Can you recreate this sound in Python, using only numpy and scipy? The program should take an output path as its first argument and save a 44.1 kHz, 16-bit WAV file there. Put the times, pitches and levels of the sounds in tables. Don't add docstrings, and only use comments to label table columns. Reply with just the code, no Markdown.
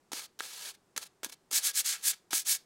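import sys
import numpy as np
from scipy import signal
from scipy.fft import rfft, irfft, next_fast_len
from scipy.io import wavfile
from scipy.ndimage import uniform_filter1d

SR = 44100
rng = np.random.default_rng(int(sys.argv[2]) if len(sys.argv) > 2 else 0)


def pcm_store(signal):
    levels = np.round(np.clip(np.atleast_2d(signal), -1, 1) * 32767)
    wavfile.write(sys.argv[1], SR, levels.astype(np.int16).T)


N = 116865
TIME = np.arange(N) / SR

# (frequency [Hz], density [dB])
AIR_SPECTRUM = [(25, -10), (55, -9), (100, -7), (170, 1), (260, -4), (380, 0.5), (550, -7), (750, -6.5),
                (1200, -10.5), (3000, -19.5), (8000, -19.5), (16000, -33)]
# (frequency [Hz], density [dB])
ROOM_SPECTRUM = [(200, 2), (1500, 1), (4500, -2), (9000, -11.5), (16000, -13.5)]
# (delay [s], level [dB])
NEAR_REFLECTIONS = [(.0023, -16.5), (.0041, -24.5)]
# (frequency [Hz], bandwidth [Hz], gain [dB])
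BLOCK_MODES = [(1320, 30, -12.5), (1638, 55, 1), (2270, 53, -2.5), (3400, 280, -17), (4240, 130, -12),
               (6430, 220, -6)]
# (centre time [s], half length to 1/e [s], relative level [dB])
BRAKING_GRINDS = [(0.685, 0.018, -54.5), (.748, 0.0091, -64), (1.691, 0.019, -47.5), (1.94, .03, -44.5),
                  (2.134, 0.0069, -46), (2.55, 0.0049, -63)]
# (frequency [Hz], density [dB])
GRIND_SPECTRUM = [(300, -25), (1000, -15.5), (1500, -2), (2200, -4), (3000, -6), (8000, -11), (16000, -43)]
# (time [s], relative crunch level [dB], crunch decay [s], bass gain [dB], treble gain [dB],
#  knock level [dB], knock frequency [Hz])
SLAP_CONTACTS = [(0.118, -34.5, .0022, 9, -15, -34, 806), (0.1312, -29, 0.0035, 1.5, -2.5, -39.5, 278),
                 (0.3903, -36, 0.0013, -12, -5, -43, 2500), (0.3994, -46, 0.0033, 2, 3, -24.5, 3630),
                 (0.4057, -29.5, 0.0025, -4, -17, -23, 1400), (.9630, -32.5, 0.0036, 5.5, -19, -43, 1530),
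                 (.9770, -24.5, 0.0021, 7.5, 2, -42.5, 465), (1.232, -37.5, 0.0029, 14.5, 1, -61, 1590),
                 (1.2457, -31.5, 0.0017, 10, 9, -36.5, 920), (1.2616, -49.5, 0.0022, 20, -13, -42.5, 274),
                 (1.5121, -38.5, 0.0042, 0, 6, -47.5, 400), (1.5289, -39, 0.0032, 2, 16.5, -45.5, 300),
                 (2.3310, -22, 0.0026, -2.5, -2, -38.5, 321)]
# (frequency [Hz], density [dB])
SLAP_SPECTRUM = [(60, -6), (150, -8), (300, -4), (700, -3), (1300, 2), (2600, -2), (4000, 0.5), (7000, 0.5),
                 (10000, -3.5), (16000, -11)]
# (time [s], relative level [dB])
LIGHT_DRAGS = [
    [(.119, -44), (.143, -47), (.152, -43.5), (.19, -41), (.212, -46), (.229, -51), (.241, -48),
     (.261, -54.5), (.27, -68)],
    [(.392, -42.5), (.414, -56.5), (.424, -46), (.444, -44.5), (.49, -48.5), (.6, -47), (.695, -42.5),
     (.712, -49.5), (.731, -70), (.751, -59.5), (.762, -78)],
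    [(.964, -42.5), (.992, -50.5), (1.006, -57.5), (1.028, -43), (1.041, -51), (1.05, -61), (1.063, -53.5),
     (1.074, -57), (1.082, -87)],
    [(1.234, -43), (1.246, -41.5), (1.254, -42.5), (1.268, -51), (1.284, -70), (1.298, -43.5), (1.311, -74),
     (1.324, -48), (1.337, -53.5), (1.347, -62)],
]
# (start [s], end [s], relative level [dB])
STROKE_SCUFFS = [(1.521, 1.718, -46.5), (1.732, 2.026, -56.5), (2.027, 2.147, -52), (2.307, 2.377, -42.5),
                 (2.457, 2.566, -48.5)]
# (frequency [Hz], density [dB])
LIGHT_SPECTRUM = [(100, -46.5), (250, -19.5), (500, -9), (1000, -6.5), (2000, -5.5), (4200, 0.5),
                  (7000, -2.5), (10000, -3.5), (16000, -14.5)]
# (start [s], fastest [s], end [s], relative level [dB], treble gain [dB])
FIRM_STROKES = [(1.506, 1.573, 1.606, -26.5, 1.5), (1.62, 1.660, 1.72, -27, 0),
                (1.734, 1.791, 1.827, -27, 1), (1.838, 1.872, 1.979, -28, -5),
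                (2.021, 2.085, 2.13, -27, 3.5), (2.319, 2.349, 2.4387, -30, 3.5),
                (2.445, 2.511, 2.579, -28, 4)]
# (frequency [Hz], density [dB])
FIRM_SPECTRUM = [(100, -57), (300, -33.5), (700, -28.5), (1100, -20.5), (1700, -11), (2800, -10),
                 (4200, -4), (8000, -1), (11000, -4), (16000, -12)]

AIR_DB, LIGHT_DB, FIRM_DB, SLAP_DB = -71, 1, -0.64, 2
ROOM_DB, ROOM_T60_S, ROOM_DELAY_S = -24, 0.22, 0.02
BASS_CUT_HZ = 214
CUTOFF_HZ = 16000
LIGHT_GRAINS_PER_S, FIRM_GRAINS_PER_S, GRAIN_SPREAD_DB = 16000, 30000, 2.5
JUDDER_HZ, JUDDER_DB = 83.4, 1.05
SLAP_BASS_HZ, SLAP_EDGE_HZ = 590, 6400
SLAP_ATTACK_S, KNOCK_CYCLES = 0.00023, 0.54
SPEED_POWER = 1.2
TREBLE_EDGE_HZ, TREBLE_SPEED_DB = 7700, 10


def from_db(db):
    return 10 ** (np.asarray(db) / 20)


def rms_one(x):
    return x / np.sqrt(np.mean(x ** 2) + 1e-20)


def low_pass(x, hz):
    return signal.sosfilt(signal.butter(1, hz, fs=SR, output="sos"), x)


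def colour(x, points):
    size = 2 * next_fast_len(N)
    hz, db = np.transpose(points)
    freqs = np.maximum(np.arange(size // 2 + 1) * SR / size, 1)
    magnitude = rms_one(from_db(np.interp(np.log(freqs), np.log(hz), db)))
    cepstrum = irfft(np.log(magnitude))
    cepstrum[1:size // 2] *= 2
    cepstrum[size // 2 + 1:] = 0
    response = np.exp(rfft(cepstrum))
    return irfft(rfft(x, size) * response)[:N]


def room_air():
    return from_db(AIR_DB) * colour(rng.standard_normal(N), AIR_SPECTRUM)


def room(x):
    decay = from_db(-60 * TIME / ROOM_T60_S) * (TIME > ROOM_DELAY_S)
    tail = colour(rng.standard_normal(N) * decay, ROOM_SPECTRUM)
    tail = tail / np.sqrt(np.sum(tail ** 2))
    near = 0
    for delay_s, db in NEAR_REFLECTIONS:
        near = near + from_db(db) * np.pad(x, (int(delay_s * SR), 0))[:N]
    return x + near + from_db(ROOM_DB) * signal.fftconvolve(x, tail)[:N]


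def block(x):
    out = x
    for hz, width_hz, gain_db in BLOCK_MODES:
        radius = np.exp(-np.pi * width_hz / SR)
        zeros = (1 - radius * radius) / 2 * np.array([1, 0, -1])
        poles = [1, -2 * radius * np.cos(2 * np.pi * hz / SR), radius * radius]
        out = out + from_db(gain_db) * signal.lfilter(zeros, poles, x)
    return out


def judder():
    sos = signal.butter(2, JUDDER_HZ, fs=SR, output="sos")
    swings = rms_one(signal.sosfilt(sos, rng.standard_normal(N)))
    return from_db(JUDDER_DB * swings)


def grit(per_s):
    chance = np.clip(per_s / SR, 1e-3, 1)
    sizes = from_db(GRAIN_SPREAD_DB * np.minimum(rng.exponential(1, N), 5))
    clicks = sizes * rng.choice([-1, 1], N) * (rng.random(N) < chance)
    return rms_one(clicks / np.sqrt(chance))


def braking_sheet():
    level = 0
    for centre, half_s, db in BRAKING_GRINDS:
        level = level + from_db(db) * np.exp(-((TIME - centre) / half_s) ** 2)
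    return colour(grit(LIGHT_GRAINS_PER_S) * judder() * level, GRIND_SPECTRUM)


def slaps():
    grains = grit(FIRM_GRAINS_PER_S)
    bass, lows = low_pass(grains, SLAP_BASS_HZ), low_pass(grains, SLAP_EDGE_HZ)
    middle, treble = lows - bass, grains - lows
    crunch, knocks = 0, 0
    for start, slap_db, decay_s, bass_db, treble_db, knock_db, knock_hz in SLAP_CONTACTS:
        age = np.maximum(TIME - start, 0)
        attack = 1 - np.exp(-age / SLAP_ATTACK_S)
        burst = from_db(slap_db) * attack * np.exp(-age / decay_s)
        crunch = crunch + burst * (from_db(bass_db) * bass + middle + from_db(treble_db) * treble)
        swell = age * knock_hz / KNOCK_CYCLES
        knock = np.sin(2 * np.pi * knock_hz * age) * swell * np.exp(1 - swell)
        knocks = knocks + from_db(knock_db) * knock
    return from_db(SLAP_DB) * colour(crunch, SLAP_SPECTRUM) + knocks


def light_rubbing():
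    level = 0
    for drag in LIGHT_DRAGS:
        times, levels_db = np.transpose(drag)
        level = level + from_db(np.interp(TIME, times, levels_db, left=-200, right=-200))
    for start, end, db in STROKE_SCUFFS:
        touching = 1. * ((TIME > start) & (TIME < end))
        level = level + from_db(db) * uniform_filter1d(touching, size=90)
    return from_db(LIGHT_DB) * colour(grit(LIGHT_GRAINS_PER_S) * level * judder(), LIGHT_SPECTRUM)


def firm_strokes():
    low_level, treble_level, speeds = 0, 0, 0
    for start, fastest, end, db, treble_db in FIRM_STROKES:
        phase = np.interp(TIME, [start, fastest, end], [0, .5, 1])
        speed = np.abs(np.sin(np.pi * phase))
        stroke = from_db(db) * speed ** SPEED_POWER
        speeds = speeds + speed
        low_level = low_level + stroke
        treble_level = treble_level + stroke * from_db(treble_db + TREBLE_SPEED_DB * (speed - 1))
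    grains = grit(FIRM_GRAINS_PER_S * speeds) * judder()
    lows = low_pass(grains, TREBLE_EDGE_HZ)
    rasp = lows * low_level + (grains - lows) * treble_level
    return from_db(FIRM_DB) * colour(rasp, FIRM_SPECTRUM)


def scene():
    air = room_air()
    contact = braking_sheet() + slaps() + light_rubbing() + firm_strokes()
    bass_cut = signal.butter(2, BASS_CUT_HZ, "high", fs=SR, output="sos")
    contact = signal.sosfilt(bass_cut, contact)
    return (room(block(contact)) + air)[None]


def record(dry):
    top_cut = signal.firwin(401, CUTOFF_HZ, fs=SR)[None]
    return signal.fftconvolve(dry, top_cut, mode="same", axes=1)


dry = scene()
out = record(dry)
pcm_store(out)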